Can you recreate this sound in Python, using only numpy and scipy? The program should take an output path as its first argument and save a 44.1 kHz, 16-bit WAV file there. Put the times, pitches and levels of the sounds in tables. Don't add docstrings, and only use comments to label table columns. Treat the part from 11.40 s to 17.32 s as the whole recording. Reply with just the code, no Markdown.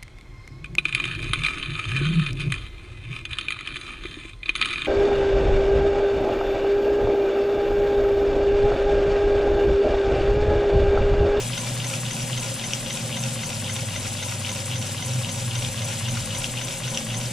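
import sys
import numpy as np
from scipy import signal
from scipy.fft import rfft, irfft
from scipy.io import wavfile
from scipy.ndimage import uniform_filter1d

SR = 44100
rng = np.random.default_rng(int(sys.argv[2]) if len(sys.argv) > 2 else 0)


def transcribe(signal):
    frames = np.atleast_2d(signal).T
    limited = np.clip(frames, -1, 1)
    pcm = np.round(limited * 32767).astype(np.int16)
    wavfile.write(sys.argv[1], SR, pcm)


N = 261072
TIME = np.arange(N) / SR
FREQS = np.fft.rfftfreq(N, 1 / SR)


def amp(db):
    return 10 ** (np.asarray(db) / 20)


def unit(x):
    return x / np.sqrt(np.mean(x ** 2) + 1e-20)


def read(points):
    hz, value = np.transpose(points)
    return np.interp(np.log(FREQS + 1), np.log(hz), value)


def follow(rows, clock=TIME):
    s, *columns = np.transpose(rows)
    return [np.interp(clock, s, column) for column in columns]


def add(mix, s, sound):
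    start = round(s * SR)
    if 0 <= start < N:
        mix[:, start:start + sound.shape[1]] += sound[:, :N - start]


def wander(rate_hz):
    slow = rfft(rng.standard_normal(N)) * np.exp(-(FREQS / rate_hz) ** 2)
    return unit(irfft(slow, N))


def tone(cycles, lead):
    return np.sqrt(2) * np.sin(2 * np.pi * cycles + np.array([[lead], [0]]))


def resonate(x, hz, width_hz):
    spin = np.exp(2j * np.pi * np.cumsum(hz) / SR)
    r = np.exp(-np.pi * width_hz / SR)
    smooth = signal.lfilter([1 - r], [1, -r], x / spin)
    return 2 * (spin * smooth).real


# (frequency [Hz], likeness [0 to 1])
LIKENESS = [(25, 0.54), (70, 0.9), (130, 0.97), (290, 0.95), (640, 0.89), (1410, 0.38), (3100, 0.85),
            (5000, 1), (8000, 0.066), (10000, 0.37), (13000, .2)]
# (frequency [Hz], left minus right [dB])
BALANCE_DB = [(60, 1), (400, 0), (620, 2), (790, -0.5), (1100, 1.5), (2800, 4.5), (3600, 1), (4300, 2),
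              (6400, -1), (7900, 3), (9100, 0.5), (9900, 16), (11000, 8), (15000, 15)]
# (frequency [Hz], lead [radians])
LEAD = [(100, 0), (1300, 0.32), (3000, 0.38), (4600, -0.76), (5800, -1.1), (7200, 2.5), (8400, 1.36),
        (9500, 4), (15000, 0)]


def noise(colour):
    left, other = rfft(rng.standard_normal((2, N)))
    same = np.clip(read(LIKENESS), 0, 1)
    tilt = amp(read(BALANCE_DB) / 2)
    right = (same * left + np.sqrt(1 - same ** 2) * other) * np.exp(-1j * read(LEAD))
    return unit(irfft(np.array([left * tilt, right / tilt]) * colour, N))


def ring(modes, scatter_db, contact_s=0.00048, detune=0.007, size=5000):
    t, out = np.arange(size) / SR, np.zeros((2, size))
    chances = rng.standard_normal((len(modes), 4))
    for (hz, db, t60), (luck, phase, skew, load) in zip(modes, chances):
        side_db = np.interp(hz, *np.transpose(BALANCE_DB)) / 2
        lead = skew * (hz / 7000) ** 2
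        pitch = hz * (1 + detune * load)
        wave = np.sin(2 * np.pi * pitch * t + np.pi * phase + np.array([[lead], [0]]))
        fade = amp(db + scatter_db * luck - 60 * t / t60)
        out += amp([[side_db], [-side_db]]) * fade * wave
    out *= 1 - np.exp(-(t / contact_s) ** 2)
    return out / abs(out).max()


def workshop(x, t60=0.093, size=16000):
    t = np.arange(size) / SR
    present = rng.random((2, size)) < 2500 / SR
    taps = rng.standard_normal((2, size)) * present * (t > .003) * amp(-60 * t / t60)
    taps /= np.linalg.norm(taps, axis=1, keepdims=True)
    return signal.fftconvolve(x, taps, axes=1)[:, :N]


# (time [s], level [dB])
RUMBLE = [(0, -41), (.12, -43), (.28, -47), (1.29, -51), (2.46, -46), (3.1, -57), (3.67, -57), (4.22, -42),
          (4.41, -59), (4.64, -44), (5.91, -46)]


def rumble(level_db=-1, centre_hz=32, width_hz=15):
    swell_db, = follow(RUMBLE)
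    return amp(level_db + swell_db) * noise(np.exp(-((FREQS - centre_hz) / width_hz) ** 2))


HUM_ON_S, HUM_OFF_S, HUM_HZ, HUM_DB = 2.09, 5.0, 100.4, -35.5


def hum(fade_s=0.06):
    on = np.clip(np.minimum(TIME - HUM_ON_S, HUM_OFF_S - TIME) / fade_s + .5, 0, 1)
    return amp(HUM_DB) * on * tone(HUM_HZ * TIME, lead=-0.28)


# (frequency [Hz], level [dB per Hz])
ROAR = [(12, -30), (45, -16), (68, -13.5), (95, -8.5), (125, 1.5), (165, -1.5), (200, -7.5), (260, -8.5),
        (295, -18), (430, -20), (700, -29), (950, -31), (1200, -25), (3000, -52)]
# (frequency [Hz], width [Hz], level [dB])
BOILER = [(221, 9, -7.5), (238, 22.3, -3.5), (359, 35, -14), (532.5, 43, -5.4), (602, 63, -11.5),
          (770, 56, -14), (828, 29, -13.5)]
# (time [s], flame level [dB], steam level [dB])
FIRING = [(0, 1.5, 0.2), (.8, 0.5, 0.4), (1.6, 0.5, -0.35), (2.6, -0.3, 0), (3.5, -0.5, -0.36),
          (4.4, -0.8, 0.15), (5.2, 0.5, 0), (5.9, 0, -0.8)]
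# (time [s], level [dB])
DRONE = [(0.0, -29.5), (0.03, -33.5), (0.14, -33), (0.18, -37), (0.36, -32.5), (0.6, -36.5), (0.67, -27.5),
         (0.75, -47), (0.8, -36), (0.98, -28), (1.18, -41.5), (1.36, -34.5), (1.55, -38.5), (1.72, -38),
         (1.77, -41), (1.85, -32.5), (2.01, -36.5), (2.07, -43), (2.18, -39), (2.33, -47), (2.41, -30),
         (2.58, -46), (2.72, -38), (2.76, -60), (2.88, -33), (3.16, -44), (3.21, -36.5), (3.41, -30.5),
         (3.46, -43), (3.6, -44), (3.7, -30), (3.78, -28), (3.89, -40.5), (4.08, -30), (4.25, -29.5),
         (4.33, -44), (4.4, -30.5), (4.54, -36.5), (4.6, -46), (4.65, -30), (4.72, -29), (4.82, -34),
         (4.87, -66), (5.02, -40), (5.11, -37), (5.29, -38.5), (5.39, -49), (5.44, -31.5), (5.52, -35),
         (5.56, -51), (5.65, -35.5), (5.91, -32.5)]
# (time [s], pitch [Hz])
DRONE_PITCH = [(0.0, 120.2), (0.58, 120.3), (0.72, 123.2), (1.6, 119.8), (1.75, 115), (1.89, 126),
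               (1.99, 117), (3.36, 123.5), (3.51, 115.4), (3.63, 122.6), (4.25, 120.8), (4.57, 116.4),
               (4.75, 119.6), (4.88, 110.8), (4.95, 116.0), (5.39, 124.2), (5.79, 117.8), (5.92, 122.8)]
BOILER_RING_HZ = 221.4
# (time [s], level [dB])
BOILER_RING = [(0, -61), (.55, -53), (.75, -40.5), (1.2, -43.5), (1.6, -42), (2, -39), (2.4, -48.5),
               (3.3, -54), (3.55, -46), (3.85, -41), (4.15, -55), (4.4, -44), (4.7, -40.5), (5.05, -47),
               (5.4, -50.5), (5.65, -37), (5.9, -47)]


def burner(roar_db=-36.0, drone_db=1.0, waver_db=1.4, waver_hz=1.8, ring_db=-2.5,
           flicker_db=0.86, flutter_db=2):
    power = amp(read(ROAR)) ** 2
    for hz, width, db in BOILER:
        power = power + amp(db) ** 2 / (1 + ((FREQS - hz) / width * np.sqrt(2)) ** 2) ** 2
    flame_db, _ = follow(FIRING)
    flame = amp(roar_db + flame_db + flicker_db * wander(14)) * noise(np.sqrt(power))

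    (level_db,), (pitch,) = follow(DRONE), follow(DRONE_PITCH)
    cycles = np.cumsum(pitch + waver_hz * wander(9.1)) / SR
    drone = tone(cycles, lead=-0.24) * amp(level_db + drone_db + waver_db * wander(19))

    boiler_db, = follow(BOILER_RING)
    cycles = np.cumsum(BOILER_RING_HZ + wander(4)) / SR
    boiler = tone(cycles, lead=-.2) * amp(ring_db + boiler_db + flutter_db * wander(7.2))
    return flame + drone + boiler


TURN_S, FIRST_TURN_S = .26506, -.0864
# (time [s], lag [s])
CRANK_LAG = [(0, -.0006), (1, .0012), (2.03, .001), (2.5, -.0024), (3.36, -.0013), (3.62, .0006), (5.9, 0)]


def turns():
    steady = np.arange(FIRST_TURN_S, N / SR, TURN_S)
    return steady + follow(CRANK_LAG, steady)[0]


def crank():
    starts = turns()
    return TIME - starts[np.maximum(np.searchsorted(starts, TIME) - 1, 0)]


def whirr(level_db=-52.0, centre_hz=970, swing=0.018, width_hz=110, top_s=0.03,
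          swell_db=4.0, rough_db=1.5):
    load = np.cos(2 * np.pi * (crank() - top_s) / TURN_S)
    hz = centre_hz * (1 + swing * load)
    band = resonate(resonate(noise(1), hz, width_hz), hz, width_hz)
    return amp(level_db + swell_db * load + rough_db * wander(60)) * unit(band)


# (time after its start [s], peak level [dB])
THUMPS = [(0.009, -36), (0.036, -32.5), (.061, -39), (.130, -34), (.186, -38.5), (.214, -35), (.246, -38)]
# (frequency [Hz], level [dB], time to fall 60 dB [s])
BED = [(49, -13, 0.15), (161, 1, 0.078), (181, -4.5, 0.061), (242.5, -3.5, 0.066), (365, -13, 0.039)]


def thumps(level_db=-1, scatter_db=2.0, push_s=0.003, size=6000):
    t, out = np.arange(size) / SR, np.zeros((2, N))
    thump = sum(amp(db - 60 * t / t60) * np.sin(2 * np.pi * hz * t) for hz, db, t60 in BED)
    thump = thump * (1 - np.exp(-(t / push_s) ** 2))
    thump = thump[None] / abs(thump).max()
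    for start in turns():
        for (after, db), luck in zip(THUMPS, rng.standard_normal(len(THUMPS))):
            add(out, start + after, amp(level_db + db + scatter_db * luck) * thump)
    return out


# (time after its start [s], strength [dB], rise [s], fade [s])
PUFFS = [(0.019, -2.5, 0.016, 0.032), (.08, -12, .04, 0.033), (0.152, -3.5, 0.017, 0.019)]
BLOW_BY_DB = -5


def puffs(since):
    flow = amp(BLOW_BY_DB)
    for after, db, rise_s, fade_s in PUFFS:
        age = (since - after) % TURN_S
        fade = np.exp(-np.maximum(age - rise_s, 0) / fade_s)
        flow = flow + amp(db) * np.minimum(age / rise_s, 1) * fade
    return flow


DEAD_CENTRE_S, PISTON_SWING = 0.11, 0.34
CYLINDER_HZ = 2990
CYLINDER_ORDERS = (3, 5)


def cylinder(hiss, since, ring_db=-3, width_hz=1700):
    length = 1 + PISTON_SWING * np.cos(2 * np.pi * (since - DEAD_CENTRE_S) / TURN_S)
    rings = sum(resonate(hiss, k * CYLINDER_HZ / length, width_hz) for k in CYLINDER_ORDERS)
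    return hiss + amp(ring_db) * rings


def spit(per_s=420, spread_db=3, count=12):
    out = np.zeros((2, N))
    for hz in np.geomspace(2200, 5200, count):
        happens = rng.random(N) < per_s / count / SR
        bursts = happens * amp(spread_db * np.minimum(rng.exponential(1, N), 3))
        burst = ring([(hz, 0, 14 / hz)], scatter_db=0, size=400)
        out += signal.oaconvolve(bursts[None], burst, axes=1)[:, :N]
    return unit(out)


# (frequency [Hz], level [dB per Hz])
EXHAUST = [(2000, -17), (4200, -16), (5500, -3.5), (7000, 1.5), (7900, 4), (8700, -1), (9250, -6),
           (9900, 0.5), (10500, -6), (10950, -15), (12500, -13.5), (14500, -18.5), (15600, -40)]
# (frequency [Hz], level [dB per Hz])
LEAK = [(300, -13), (700, -4), (950, -3.5), (1200, -3.5), (1450, 0.5), (1800, -2), (2300, 0), (2850, 2.5),
        (3700, 1), (4050, -2.5), (4550, -1.8), (5100, -1.7), (6400, -1.5), (8500, -1), (11000, -12.5),
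        (15000, -31)]
PRESSURE_SWING_DB = 1


def steam(exhaust_db=-36.0, leak_db=-35.5, spit_db=-43, sputter_db=0.34, drift_db=.5):
    since = crank()
    pressure_db = PRESSURE_SWING_DB * np.cos(2 * np.pi * 2 * (since - DEAD_CENTRE_S) / TURN_S)
    _, supply_db = follow(FIRING)
    hiss = unit(cylinder(noise(amp(read(EXHAUST))), since))
    exhaust = hiss * puffs(since) * amp(exhaust_db + 1.2 * wander(120) + 0.5 * wander(30))
    leak = noise(amp(read(LEAK))) * amp(leak_db + pressure_db + sputter_db * wander(350))
    drops = spit() * amp(spit_db + 0.57 * pressure_db)
    return (exhaust + leak + drops) * amp(supply_db + drift_db * wander(17.0))


PARTS = { "rod": [(746, -27, 0.23), (1392, -16.5, 0.048), (1537, -9.5, 0.03), (2018, -4.5, 0.031),
         (2095, -7, 0.046), (2775, -7, 0.038), (3074, -8, 0.062), (3270, -3, 0.015), (3610, -4.5, 0.042),
         (3890, -7, 0.031), (4530, -16.5, 0.071), (5850, -7, 0.05), (6364, -2, 0.024)],
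         "link": [(5790, -3.5, 0.011), (6410, -7, 0.016), (6165, -4, 0.017), (6430, -3, 0.014)],
         "slide": [(538, -18, 0.082), (880, -17.5, 0.023), (1424, -15, 0.038), (2310, -7, 0.013),
         (2670, 1, 0.0088), (3720, -3, 0.012), (4550, -8.5, 0.016), (5636, -7.5, 0.032)],
         "crosshead": [(1380, -3, 0.009), (2060, -10, 0.0077), (2340, 1, 0.0085), (2640, 2.5, 0.0068),
         (3370, -11, 0.0051), (4550, -3, 0.0079)], "pin": [(3100, -3, 0.0056), (4900, -6, 0.0052),
         (5230, -3, 0.011), (5660, 0, 0.0097), (5950, -9, 0.0057)], "bearing": [(555, -16, 0.062),
         (1103, -2, 0.021), (1290, -7.5, 0.012), (1660, -3, 0.016), (1988.7, -4, 0.021),
         (2400, -11, 0.0043), (2730, -1, 0.013)], "guide": [(2700, -18, 0.0058), (2880, -6, 0.01),
         (3230, -8.5, 0.0088), (3630, -10.5, 0.011)], "crank": [(385, -10.5, 0.034), (695, -9, 0.058),
         (943, -3.5, 0.029), (1003, -3, 0.043)], "plate": [(526, -4.5, 0.089), (563, -4.5, 0.053),
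         (644, -12, 0.038), (773, -5.5, 0.041)], }
# (time after its start [s], length [s], part, ticks per second [1/s], peak level [dB])
SCRAPES = [(.222, .027, "guide", 260, -32), (.075, 0.049, "guide", 98, -38),
           (0.026, 0.075, "link", 92, -41)]


def scrape(spread_db=2.0, stroke_db=1.0, detune=0.036, count=16):
    out = np.zeros((2, N))
    for start in turns():
        for after, length, part, per_s, db in SCRAPES:
            grip_db = db + stroke_db * rng.standard_normal()
            chances, places = rng.random((2, count))
            for chance, place, force in zip(chances, places, rng.exponential(1, count)):
                catch = ring(PARTS[part], scatter_db=1.5, detune=detune, size=600)
                if chance < per_s * length / count:
                    strength = amp(grip_db + spread_db * min(force, 2.5))
                    add(out, start + after + place * length, strength * catch)
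    return out


CONTACT_S = {"rod": 0.0018, "link": 0.0036, "slide": 0.00066, "crosshead": 0.00061, "pin": 0.0012,
             "bearing": 0.00076, "guide": 0.00095, "crank": 0.0023, "plate": 0.002}
# (time [s], peak level [dB])
JUDDERS = [(0.264, -22), (.529, -20.5), (2.385, -20.5), (2.648, -25), (2.913, -20.5), (4.769, -19.5),
           (5.036, -28)]


def judder(level_db=-3, slip_s=0.0032, count=4):
    out = np.zeros((2, N))
    for s, db in JUDDERS:
        for after in np.cumsum(slip_s * rng.uniform(0.501, 1.3, count)):
            slip = ring(PARTS["crosshead"], scatter_db=-1.5, contact_s=CONTACT_S["crosshead"])
            add(out, s + after, amp(db + level_db) * slip)
    return out


# (frequency [Hz], level [dB], time to fall 60 dB [s])
TICK_RING = [(5710, -1, 0.0068), (6290, -10, 0.01)]


def tick(db, hz, high_db, left_db=4.5, snap_s=0.00191, early=0.78, crack_db=-17,
         crack_s=0.00082, size=5000):
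    t, out = np.arange(size) / SR, np.zeros((2, N))
    swell = np.sin(np.pi * np.minimum(t / snap_s, 1) ** early) ** 2
    snap = swell * np.sin(2 * np.pi * hz * t)
    add(out, 0, snap * amp([[left_db / 2], [-left_db / 2]]))
    crack = uniform_filter1d(rng.standard_normal((2, size)), size=4) * np.exp(-t / crack_s)
    high = ring(TICK_RING, scatter_db=2, detune=.003)
    add(out, snap_s / 4, amp(crack_db) * crack + amp(high_db) * high)
    return amp(db) * out[:, :size]


# (time [s], level [dB], pitch [Hz])
VALVE_TICKS = [(0.133, -21, 3000), (0.401, -20, 3040), (0.6645, -22, 3300), (0.9307, -19, 3060),
               (1.196, -21.5, 3140), (1.462, -22, 3070), (1.7271, -19, 3030), (1.9922, -25, 3100),
               (2.2554, -30, 3140), (2.7836, -31, 3100), (3.048, -17.8, 2900), (3.314, -19, 3000),
               (3.58, -26, 3000), (3.8466, -17.5, 2966), (4.111, -20.5, 3083), (4.377, -23, 3100),
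               (4.642, -28, 3090), (4.9063, -25, 3100), (5.1712, -20.5, 3070), (5.176, -19.5, 2910),
               (5.4364, -25, 3015), (5.4416, -22, 3160), (5.7015, -23, 3130)]
VALVE_HIGH_DB = -34
# (time [s], level [dB], pitch [Hz],
# high ring against the snap [dB])
SNAPS = [(.245, -28, 3100, 0), (0.5382, -22, 2820, -3), (1.0437, -27, 3090, -1), (1.3116, -25, 3050, -9),
         (1.3343, -13, 2930, 0.5), (1.574, -25, 3130, -5), (1.8371, -23, 3100, 4), (2.1054, -25, 3100, -12),
         (2.364, -18.5, 3274, -4), (3.4253, -24, 3160, -5), (3.6908, -32, 3130, 3),
         (4.2255, -20, 2970, -13), (4.248, -16.5, 3260, -8), (4.4872, -27, 3108, -5), (4.773, -25, 2390, 2),
         (5.0203, -26.5, 3087, -5), (5.0429, -13, 3020, -8), (5.2813, -23, 3575, -7),
         (5.2856, -24, 3083, -5), (5.546, -20.5, 3124, -3), (5.5509, -25.5, 3100, -5),
         (5.5737, -13, 2940, -1.5), (5.8122, -25.5, 3100, -7)]


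def ticks():
    out = np.zeros((2, N))
    for s, db, hz in VALVE_TICKS:
        add(out, s, tick(db, hz, VALVE_HIGH_DB))
    for s, db, hz, high_db in SNAPS:
        add(out, s, tick(db, hz, high_db))
    return out


# (time after its start [s], part, peak level [dB], scatter from turn to turn [dB])
KNOCKS = [(-.011, "pin", -33, 4), (-.005, "rod", -25.5, -1), (-.0015, "rod", -21, 0.5),
          (-.004, "link", -39, 1), (.0005, "link", -32, -2.5), (.0065, "link", -28.5, -1),
          (.0195, "link", -30.5, 1), (.0226, "link", -27, 0.2), (.0565, "slide", -25, 1.5),
          (.0565, "link", -32.5, 3), (.066, "slide", -24, 2.5), (.070, "slide", -26, 0.5),
          (0.086, "slide", -28, -2), (.0936, "slide", -26.5, 2.5), (.1092, "pin", -26.5, 0),
          (.1147, "pin", -32, 1), (.188, "bearing", -25.5, 0), (0.2085, "guide", -28.5, -3),
          (.227, "guide", -28.5, 1), (0.238, "guide", -31, 5), (0.2411, "guide", -30, 0),
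          (0.2526, "guide", -36, 5), (-.003, "crank", -40.5, 3), (.018, "crank", -40, 3),
          (0.056, "crank", -40, 1), (.068, "crank", -41, 1), (0.119, "crank", -43.5, 3.5),
          (.237, "crank", -47, 4), (.002, "plate", -40, 1), (0.032, "plate", -36.5, 0.5),
          (.066, "plate", -39.5, 3), (.083, "plate", -40, 2), (.131, "plate", -37.5, 4),
          (.162, "plate", -39.5, 2.5), (.190, "plate", -40.5, 2)]


def gear(level_db=0, jitter_s=.00025):
    out = np.zeros((2, N))
    for start in turns():
        chances = rng.standard_normal((len(KNOCKS), 2))
        for (after, part, db, scatter_db), (late, luck) in zip(KNOCKS, chances):
            strength = amp(level_db + db + scatter_db * np.clip(luck, -2, 1.5))
            blow = ring(PARTS[part], scatter_db=0.0, contact_s=CONTACT_S[part])
            add(out, start + after + jitter_s * late, strength * blow)
    return out


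def scene(room_db=-9):
    background = rumble() + hum() + burner()
    metal = scrape() + judder() + ticks() + gear()
    engine = whirr() + thumps() + steam() + metal
    return background + engine + amp(room_db) * workshop(metal)


def record(dry, edge_hz=15400):
    low_pass = signal.firwin(511, edge_hz, window=("kaiser", 9), fs=SR)
    return signal.oaconvolve(dry, low_pass[None], "same")


dry = scene()
out = record(dry)
transcribe(out)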